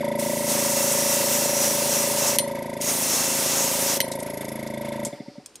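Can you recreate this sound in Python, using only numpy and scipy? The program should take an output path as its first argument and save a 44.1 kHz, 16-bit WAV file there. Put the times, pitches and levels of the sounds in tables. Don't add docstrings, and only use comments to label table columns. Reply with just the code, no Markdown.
import sys
import numpy as np
from scipy import signal
from scipy.fft import rfft, irfft, next_fast_len
from scipy.io import wavfile
from scipy.ndimage import uniform_filter1d

SR = 44100
rng = np.random.default_rng(int(sys.argv[2]) if len(sys.argv) > 2 else 0)


def invert_db(x):
    u = np.asarray(x, float) / 20
    return 10 ** u


def digitize_waveform(pressure):
    field = np.atleast_2d(pressure).T
    bounded = np.clip(field, -1, 1)
    quanta = np.round(bounded * 32767).astype(np.int16)
    wavfile.write(sys.argv[1], SR, quanta)


N = 246959
TIME = np.arange(N) / SR
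STOP_S = 5.0489
SLACK_FADE_S = 5.41
WEAR_DB_PER_S = 0.7


def rms_one(x):
    return x / np.sqrt(np.mean(x ** 2) + 1e-20)


def in_time(rows):
    s, *columns = np.transpose(rows)
    return np.array([np.interp(TIME, s, c) for c in columns])


def after(s):
    return np.maximum(TIME - s, 0)


def at_hz(points, hz):
    points = np.array(points)
    return np.interp(np.log(hz), np.log(points[:, 0]), points[:, 1])


def drift(rate):
    knots = np.arange(0, N / SR + 1, .5 / rate)
    return np.interp(TIME, knots, rng.standard_normal(len(knots)))


def colour(x, spectrum):
    size = next_fast_len(N + 4096)
    hz = np.arange(size // 2 + 1) * SR / size + 1
    return irfft(rfft(x, size) * invert_db(at_hz(spectrum, hz)), size)[..., :N]


def ring(clicks, hz, t60):
    r = invert_db(-60 / (t60 * SR))
    w = 2 * np.pi * hz / SR
    return signal.lfilter([0, np.sin(w)], [1, -2 * r * np.cos(w), r * r], clicks + 1e-18)


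def whistle(hz, width_hz):
    t60 = 2.2 / width_hz
    once = ring(rng.standard_normal(N), hz, t60)
    return rms_one(ring(once, hz, t60))


def click(s, db):
    out = np.zeros(N)
    out[round(s * SR)] = invert_db(db)
    return out


def crack(s, db, t60):
    return rng.standard_normal(N) * (TIME >= s) * invert_db(db - 60 * after(s) / t60)


# time in seconds, turns done.
CRANK = [(.0097, 0), (.7352, 20), (1.4604, 40), (2.1863, 60), (2.5505, 70), (3.2799, 90), (4.0081, 110),
         (4.7398, 130), (5.0691, 139), (5.133, 140), (5.2059, 141), (5.2845, 142), (5.3844, 143),
         (5.53, 144)]


def crank_turns():
    return in_time(CRANK)[0] + np.minimum(TIME - CRANK[0][0], 0) * 27.6


def struck(contacts, level_db, jitter_ms, spread_db, shift=((0, 0), (6, 0))):
    s, turns = np.transpose(CRANK)
    s, turns = np.r_[2 * s[0] - s[1], s], np.r_[-turns[1], turns]
    count = np.arange(-4, 144)
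    later = np.interp(np.interp(count, turns, s), *np.transpose(shift))
    out = np.zeros(N)
    for late, hz, t60, db, ms in contacts:
        chance = rng.standard_normal((len(count), 3))
        wander_db = 0.5 * rms_one(uniform_filter1d(chance[:, 2], size=9))
        at = (np.interp(count + late + later, turns, s) + chance[:, 0] * jitter_ms / 1000) * SR
        size = invert_db(db + spread_db * chance[:, 1] + wander_db)
        at, size = at[at > 0], size[at > 0]
        i, part = at.astype(int), at % 1
        clicks = np.zeros(N)
        clicks[i], clicks[i + 1] = size * (1 - part), size * part
        half = int(ms * SR / 1000)
        swell = np.arange(-half, half + 1)
        push = np.hanning(len(swell)) * np.cos(2 * np.pi * hz * swell / SR) / len(swell)
        out += ring(signal.oaconvolve(clicks, push, "same"), hz, t60)
    return rms_one(out) * invert_db(level_db)


def small_body(x):
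    return -signal.sosfilt(signal.butter(2, 94, "high", fs=SR, output="sos"), x)


def fresh_db():
    return 3.5 * np.exp(-TIME / 1)


COAST = dict(thud_db=26, rebound_db=90, backlash_db=29, between_db=66, ring_db=39, intake_db=137, shoulder_db=81, reed_db=60, strain_db=61, shake_db=45, whistle_db=232, air_db=73)


def thud_db():
    between = COAST["between_db"] * np.sin(np.pi * crank_turns()) ** 2
    return -36 + fresh_db() - after(STOP_S) * (COAST["thud_db"] + between)


# time in seconds, pressure from 0 to 1, whistle of the outlet valve in dB.
PRESSURE = [(0, 0.26, -48), (2.2, 0.17, -42), (2.45, 0.28, -49), (2.75, 0.5, -48), (3.401, 0.42, -39.5),
            (4.05, 0.47, -45), (4.349, 0.6, -39.5), (4.55, 0.88, -43), (4.75, 0.9, -49.5),
            (5.037, 0.94, -50)]
# turns after the thud, pitch in Hz, ring time t60 in seconds, level in dB, contact in ms.
THUD = [(-0.0222, 225, 0.0022, 14.5, 4.1), (-0.0071, 412, 0.23, -24.5, 6.2), (-0.028, 142, 0.15, -22, 15.3),
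        (.6, 230, 0.011, -26, 1.3)]
# turns, pitch in Hz, t60 in seconds, level in dB, contact in ms.
REBOUND = [(-.02, 248, 0.0076, 2.5, 3.05), (-.02, 371, 0.043, -15, 11)]


def thuds():
    rebound_turns = [(s, 0.3482 - 0.12 * pressure) for s, pressure, _ in PRESSURE]
    rebound_db = thud_db() - 5 - after(STOP_S) * COAST["rebound_db"]
    return struck(THUD, thud_db() - 1, 0.068, 0.195) + struck(REBOUND, rebound_db, 0.1, 0.71, rebound_turns)


# time in seconds, ring in dB, upper ring over lower in dB.
SHELL = [(0, -27, 6), (.15, -31, 3.5), (.76, -29, -2), (1.0, -30.5, 0.5), (2.37, -30.5, 0.5),
         (2.75, -35.5, -6), (2.88, -38.5, 24), (2.97, -34.5, -28), (3.1, -40, -5), (3.2, -34.5, -31),
         (3.5, -37.5, -19), (3.6, -34, -17), (3.85, -33.5, -10), (4.2, -33.5, -8), (4.29, -36.5, 22),
         (4.42, -38, -12), (4.62, -40.5, -2), (4.9, -34.5, 14)]
# turns after the thud, pitch in Hz, t60 in seconds, level in dB, contact in ms.
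LOWER_RING = [(-0.118, 550.5, 0.3, 0, 3.6)]
# turns, Hz, t60 in seconds, dB, contact in ms.
UPPER_RING = [(-0.114, 577.5, 0.3, 0, 3.4)]


def shell_rings():
    shell, tilt = in_time(SHELL)
    coast = after(STOP_S)
    tilt = tilt * invert_db(-60 * coast)
    ring_db = shell - coast * COAST["ring_db"]
    lower = ring_db - 10 * np.log10(1 + invert_db(2 * tilt))
    upper = ring_db - 10 * np.log10(1 + invert_db(-2 * tilt))
    return struck(LOWER_RING, lower - 1.5, 0.26, 1.0) + struck(UPPER_RING, upper + 1.2, 0.088, 0.33)


# turns after the thud, pitch in Hz, t60 in seconds, level in dB, contact in ms.
INTAKE = [(.61, 992, 0.045, -2, 4.5), (0.608, 936, 0.16, -6, 4.5), (.607, 908, 0.16, -9, 4.5)]


def intake_pop():
    opens = [(s, -0.017 * pressure) for s, pressure, _ in PRESSURE]
    level = -41.5 + 0.76 * (in_time(SHELL)[0] + 35) - after(STOP_S) * COAST["intake_db"]
    return struck(INTAKE, level, 0.033, 0.2, opens)


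# turns after the thud, pitch in Hz, t60 in seconds, level in dB, contact in ms.
SHOULDER = [(-.103, 603.5, 0.25, 0, 4.0)]
# time in seconds, level in dB.
SHOULDER_HEARD = [(0, -3), (.3, 4), (.8, -18), (2.3, -20), (2.62, -13), (2.95, -19), (3.4, -14), (4.0, -8),
                  (4.3, -4), (4.75, -5), (5.05, -8)]
# turns, pitch in Hz, t60 in seconds, level in dB, contact in ms.
RIM = [(-.102, 632, .2, -1, 3.0), (-.119, 522, .22, -2, 4.0), (-.101, 687, .16, -1, 3.0),
       (-.1, 715, .03, 3, 2.0)]
# time in seconds, level in dB.
RIM_HEARD = [(0, -41), (2.3, -43), (2.9, -42), (4.0, -39.5), (4.4, -42.5), (5.05, -41.5)]


def head_and_fins():
    fade = COAST["shoulder_db"] * after(STOP_S)
    head = struck(SHOULDER, thud_db() - 5 + in_time(SHOULDER_HEARD)[0] - fade, 0.06, 0.52)
    return head + struck(RIM, in_time(RIM_HEARD)[0] - fade, 0.046, 0.5)


# turns after the thud, pitch in Hz, t60 in seconds, level in dB, contact in ms.
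REED = [(-0.135, 1987, 0.09, 6, 1), (.1, 1953, 0.045, 7.5, .6), (.63, 1900, 0.043, -4.5, 0.31),
        (-.1, 1560, 0.2, -10, 0.52), (-.08, 3490, 0.055, 0, .4), (-.05, 4810, 0.058, -1, .3)]
# turns, pitch in Hz, t60 in seconds, level in dB, contact in ms.
STRAIN = [(-0.068, 221, 0.13, 6, 3.6), (-0.041, 411, 0.29, -15, 6.7), (-0.35, 410, 0.1, -26, 2.1),
          (-0.098, 2180, 0.051, -4.5, 0.34), (.03, 2150, 0.038, 3, 0.23), (0.22, 2300, 0.071, -12.5, .4),
          (-0.075, 3520, 0.056, -4, 0.45)]


def reed_and_strain():
    coast = after(STOP_S)
    reed = -45.5 + 0.22 * fresh_db() - WEAR_DB_PER_S * TIME - coast * COAST["reed_db"]
    strain = -43.5 + 5.5 * in_time(PRESSURE)[0] + 1.8 * fresh_db() - coast * COAST["strain_db"]
    return struck(REED, reed, 0.034, 1.1) + struck(STRAIN, strain, 0.036, 0.96)


# shakes per turn, level in dB.
SHAKE = [(1, -26), (2, -42.5), (3, -52)]


def hum_and_shake():
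    turns, coast = crank_turns(), after(STOP_S)
    throb = 1 + 4.9 * np.cos(2 * np.pi * turns)
    hum = invert_db(-60.5 - 400 * coast) * throb * np.sin(2 * np.pi * 121 * TIME)
    shake = sum(invert_db(db) * np.sin(2 * np.pi * order * turns) for order, db in SHAKE)
    return hum + shake * invert_db(5 * in_time(PRESSURE)[0] - COAST["shake_db"] * coast)


def compressor():
    knocks = thuds() + shell_rings() + intake_pop() + head_and_fins() + reed_and_strain()
    return small_body(knocks) + hum_and_shake()


def puff(turns, start, rise, fall_db, leak, spread_db=6.5):
    angle = (turns - start) % 1
    stroke = np.floor(turns - start).astype(int) + 2
    flow = np.sin(np.minimum(angle / rise, 1) * np.pi / 2) ** 2
    flow *= invert_db(-fall_db * np.maximum(angle - rise, 0))
    strength = invert_db(spread_db * np.clip(rng.standard_normal(150), -1.5, 1.5))
    return rms_one(flow * strength[stroke] + leak)


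# pitch in Hz, width in Hz, level in dB.
VALVE = [(3520, 120, -17), (4900, 140, -27), (5440, 420, -9), (6720, 110, -9.5), (7470, 400, -20),
         (8560, 150, -6), (10600, 92, 2), (11300, 155, -2), (11320, 240, 3.5), (10600, 550, -14),
         (12300, 630, -5)]
# frequency in Hz, level in dB per Hz.
VALVE_AIR = [(1000, -5.5), (1400, -7), (2100, -4), (3000, -12.5), (6000, -17), (9000, -20.5), (12300, -22),
             (13000, -31), (14500, -27), (15500, -40)]
# frequency in Hz, level in dB per Hz.
RATTLE = [(1800, -25), (3000, -2), (5500, -4.5), (8500, -2.5), (11000, -10), (12800, -22), (15500, -30)]


def outlet_valve():
    turns = crank_turns()
    stop_db = after(STOP_S) * COAST["whistle_db"]
    air_db = -44 - WEAR_DB_PER_S * TIME - after(STOP_S + 0.022) * COAST["air_db"]
    tones = rms_one(sum(invert_db(db) * whistle(hz, width) for hz, width, db in VALVE))
    tones *= puff(turns, start=-0.14, rise=0.21, fall_db=56, leak=0.026, spread_db=2.1)
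    rattle = rms_one(colour(rng.standard_normal(N), RATTLE))
    rattle *= puff(turns, start=0.073, rise=0.088, fall_db=64, leak=.01, spread_db=2.5)
    air = rms_one(colour(rng.standard_normal(N), VALVE_AIR))
    air *= puff(turns, start=-0.12, rise=0.53, fall_db=17, leak=0.85)
    return invert_db(in_time(PRESSURE)[1] - stop_db) * tones + invert_db(-52.5 - stop_db) * rattle + invert_db(air_db) * air


# frequency in Hz, level in dB per Hz.
ROOM = [(25, 19.5), (60, 5.5), (120, -9.5), (305, -2), (500, -7.5), (1300, -15), (2800, -17), (8800, -25),
        (12000, -34), (13500, -49), (16000, -52)]


def room_tone():
    return invert_db(-46) * rms_one(colour(rng.standard_normal(N), ROOM))


# trigger down, paint flows, trigger up (all in seconds), level in dB, shutting in dB per second.
BURSTS = [
    (0.198, 0.477, 2.362, 0.6, 1409),
    (2.82, 2.859, 3.974, 1.34, 1250),
]
# time and half length in seconds, impact in dB, fine hiss in dB.
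PASSES = [(0.562, 0.26, 2, 1), (0.89, 0.16, 2, 1), (1.123, 0.055, 5, 2.5), (1.374, 0.11, 4.5, 1.5),
          (1.643, 0.11, 6, 2.5), (1.964, 0.1, 6, 1.5), (2.27, 0.1, 6.5, 0.5), (2.866, 0.033, 6, 0),
          (2.989, 0.061, -1.8, 3), (3.166, 0.15, 4.5, 0), (3.56, 0.11, 5.5, 0), (3.895, 0.066, 5, 0.5)]
# level in dB of fine hiss, impact on the piece, mid hiss, low rush.
AIR_ONLY_DB = [-4, -9, -6, -12.5]
FLOWING_DB = [1.0, -2.2, -0.56, -1.1]
SAG_DB_PER_S = [0.4, 1.5, 0.1, 0.66]


def spray():
    impact, fine = sum(np.outer([a, b], np.exp(-((TIME - s) / half) ** 2)) for s, half, a, b in PASSES)
    aim = np.array([fine, impact, 0.3 * impact, 0.67 * impact]) + np.c_[FLOWING_DB]
    bursts = []
    for down, paint, up, db, shut_db in BURSTS:
        opening = -1200 * np.maximum(down - TIME, 0)
        pop = 4 * np.exp(-after(down) / 0.0052)
        valve = db + opening + pop - shut_db * after(up)
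        flowing = np.clip(.5 + (TIME - paint) / 0.035 / 2, 0, 1)
        painted = aim - np.c_[SAG_DB_PER_S] * after(paint)
        bursts.append(valve + (1 - flowing) * np.c_[AIR_ONLY_DB] + flowing * painted)
    return np.maximum(np.max(bursts, axis=0), -90)


# frequency in Hz, region number.
JET_BANDS = [(1400, 3), (2600, 2), (4560, 2), (5750, 1), (7000, 1), (9000, 0)]
# frequency in Hz, level in dB per Hz.
JET_LOW = [(70, -55), (150, -11), (300, -6), (450, -5), (800, -5)]
# frequency in Hz, level in dB per Hz.
JET = [(650, -37), (1100, -7), (1490, -10.5), (1950, -9), (2670, -9.5), (4030, -9), (4800, -8), (5400, -2),
       (6800, -2.5), (7600, -3), (11800, -8.5), (14000, -13.5), (16000, -9.5)]
# pitch in Hz, width in Hz, level in dB.
JET_WHISTLES = [(6620, 260, -16.5), (5820, 370, -14), (2698, 64, -22), (12700, 2100, -17.5)]


def airbrush(patchy_db=1.0):
    level = spray()
    white, out = rng.standard_normal((2, N)), np.zeros(N)
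    edges = 80 * 2 ** np.arange(0, 8.1, 1 / 3)
    together = drift(14)
    for k, (low, high) in enumerate(zip(edges, edges[1:])):
        middle = np.sqrt(low * high)
        share = [at_hz([(hz, region == j) for hz, region in JET_BANDS], middle) for j in range(4)]
        band = signal.sosfilt(signal.butter(3, [low, high], "band", fs=SR, output="sos"), white[k % 2])
        out += band * invert_db(share @ level + patchy_db * (0.81 * together + drift(20)))
    jet = colour(out, JET_LOW + JET[1:])
    jet /= np.std(jet[int(.6 * SR):int(2.3 * SR)])
    for hz, width, db in JET_WHISTLES:
        jet += whistle(hz, width) * invert_db(db + level[1] + 3 * drift(3))
    return invert_db(-23.5) * jet


# time in seconds, peak in dB, needle ring in dB.
SNAPS = [
    (2.386, -6, -21.5),
    (4.0035, -5.5, -27),
]
# pitch in Hz, level in dB, t60 in seconds.
TRIGGER = [(2080, -4.5, 0.02), (2650, -17, 0.024), (3075, 1, 0.024), (3320, -7, 0.029), (4092, -5.5, 0.054),
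           (4190, -16, 0.032), (4260, -8, 0.056), (5660, -6, 0.031), (6150, -11, 0.046), (11600, 0, .01),
           (11850, -11, 0.045), (12500, -9, .03)]


def trigger():
    out = np.zeros(N)
    for s, db, needle_db in SNAPS:
        blow = click(s + 0.00036, db + 2.0) + crack(s, db - 6.0, 0.0053) + crack(s + .0092, db - 13.0, 0.0023)
        body = sum(ring(blow, hz, t60) * invert_db(m - 15.5) for hz, m, t60 in TRIGGER)
        out += colour(body, [(1000, -23.0), (2000, 0.5)])
        out += colour(crack(s, db - 0.5, 0.0027), [(4000, -23), (6500, -9), (12000, 8.0), (16000, -12)])
        needle = click(s + 0.00021, db + needle_db + 3)
        for side in (1, -1):
            out += ring(needle, 9350 + side * 7.5 / 2, 0.2)
        noise = crack(s, db - 10.0, 0.036) + crack(s, db + 2, 0.003) + crack(s + 0.0088, db - 13.5, 0.028)
        out += colour(noise, [(1200, -26), (2200, -4.0), (4200, 5.0), (5500, -3.0), (12000, -3.0), (16000, -21)])
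    return out


# time in seconds, peak in dB, pitch in Hz, t60 in seconds.
TICKS = [(2.5121, -44, 6000, 0.022), (2.5565, -37, 6500, .02), (2.6309, -36, 6000, 0.016),
         (2.7396, -27, 6500, 0.022), (4.2668, -32, 6500, 0.018), (4.4519, -26, 6500, 0.022),
         (4.5572, -36, 6000, .02), (4.7382, -37, 7500, 0.017), (2.813, -14.5, 8040, 0.025),
         (4.116, -21.5, 8650, 0.059), (4.119, -22.5, 3870, 0.089), (4.198, -32, 6360, 0.036),
         (4.2305, -30, 8600, 0.03), (4.374, -32, 6000, 0.017), (4.136, -28, 8700, 0.038),
         (4.2012, -24.5, 8860, 0.062), (4.4901, -26.5, 5440, 0.04), (4.674, -27.5, 5130, 0.046),
         (5.052, -21, 7500, 0.093), (5.46, -24, 8600, 0.033), (5.495, -46, 4500, .02),
         (5.543, -52, 8500, .02), (5.5553, -27, 8550, 0.046)]
# pitch in Hz, level in dB, t60 in seconds.
COOLING = [(2520, -15, 0.03), (3300, -11, .03), (5400, -6, .03), (6770, -6, .024), (8240, -17, .07)]


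def ticks():
    out = np.zeros(N)
    for s, db, hz, t60 in TICKS:
        out += ring(crack(s, db - 23.0, 0.008), hz, 0.49 * t60)
        noise = crack(s, db - 2.0, t60) + crack(s, db - 14.0, 0.013)
        out += colour(noise, [(1500, -30), (3500, -9), (hz, 0), (11000, -9), (15500, -22)])
        if s > 4.9:
            out += sum(ring(click(s, db + m - 10), f, t) for f, m, t in COOLING)
    return out


# pitch in Hz, level in dB, t60 in seconds.
SWITCH = [(5900, -15, 0.05), (6760, 4.5, 0.062), (7200, 4, 0.044), (7950, -4, 0.051), (8500, 3, 0.08),
          (10200, 0.5, 0.042), (11900, -6, .04), (14500, -14, 0.016)]


def pressure_switch():
    out = np.zeros(N)
    for hz, db, t60 in SWITCH:
        out += ring(click(STOP_S + .001, db - 30) + crack(STOP_S, db - 53, 0.016), hz, t60)
    return out


# turns, pitch in Hz, t60 in seconds, level in dB, contact in ms.
COAST_RING = [(-0.021, 900, 0.24, -3, 3.0), (-0.039, 670, 0.088, -2, 2.5), (-0.054, 690, 0.032, 9, 2.0)]
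# turns, pitch in Hz, t60 in seconds, level in dB, contact in ms.
BACKLASH = [(0.7, 575, 0.19, -9, 3.5), (0.3, 300, 0.15, -14, 5.0), (.1, 740, 0.13, -17, 4.0),
            (-.02, 2120, 0.022, -17, .6), (0.7, 920, 0.11, -15.5, 2.4), (-0.02, 263, 0.025, 5, 4.4)]


def coasting():
    coast = after(STOP_S)
    loose = struck(COAST_RING, -39 - 110 * coast, 0.056, 1.5) * np.minimum(coast / 0.095, 1)
    slack = struck(BACKLASH, -34.5 - coast * COAST["backlash_db"], 0.083, 2.0)
    return small_body(loose + slack * np.minimum(coast / 0.17, 1) * invert_db(-150 * after(SLACK_FADE_S)))


def bleed():
    start_s, hold_s = 5.08, 0.27
    return (TIME > start_s) * invert_db(-58 - 80 * after(start_s + hold_s)) * whistle(4940, 1500)


def shop(x):
    size = int(0.33 * SR)
    age = np.arange(size)
    tail = rng.standard_normal((2, size)) * invert_db(-60 * age / size) * (age > .004 * SR)
    tail /= np.sqrt(np.sum(tail ** 2, axis=1, keepdims=True))
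    return signal.fftconvolve(x[None], tail, axes=1)[:, :N]


# frequency in Hz, level in dB.
WALLS = [(100, -12), (500, -9), (1200, -6), (4000, -2), (9000, -6.5), (14000, -8)]
# frequency in Hz, side minus middle in dB.
WIDTH = [(30, -27), (60, -11), (130, -45), (250, -30.5), (450, -24.5), (578, -29.5), (750, -29.5),
         (1100, -32.5), (1900, -20), (4970, -18), (9000, -16), (15000, -15)]


def scene():
    dry = compressor() + outlet_valve() + room_tone() + airbrush() + trigger() + ticks()
    dry += pressure_switch() + coasting() + bleed()
    wet, other = shop(dry)
    return dry + invert_db(-12.5) * colour(wet, WALLS) + colour(other, WIDTH) * np.array([[1], [-1]])


def top_cut(x):
    return signal.sosfilt(signal.butter(12, 16530, fs=SR, output="sos"), x)


def record(dry):
    mix = 1.6 * np.tanh(dry / 1.6)
    mix = signal.sosfilt(signal.butter(3, 117, "high", fs=SR, output="sos"), mix)
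    mix = signal.sosfilt(signal.cheby2(14, 60, 16150, fs=SR, output="sos"), mix)
    return top_cut(mix)


dry = scene()
out = record(dry)
digitize_waveform(out)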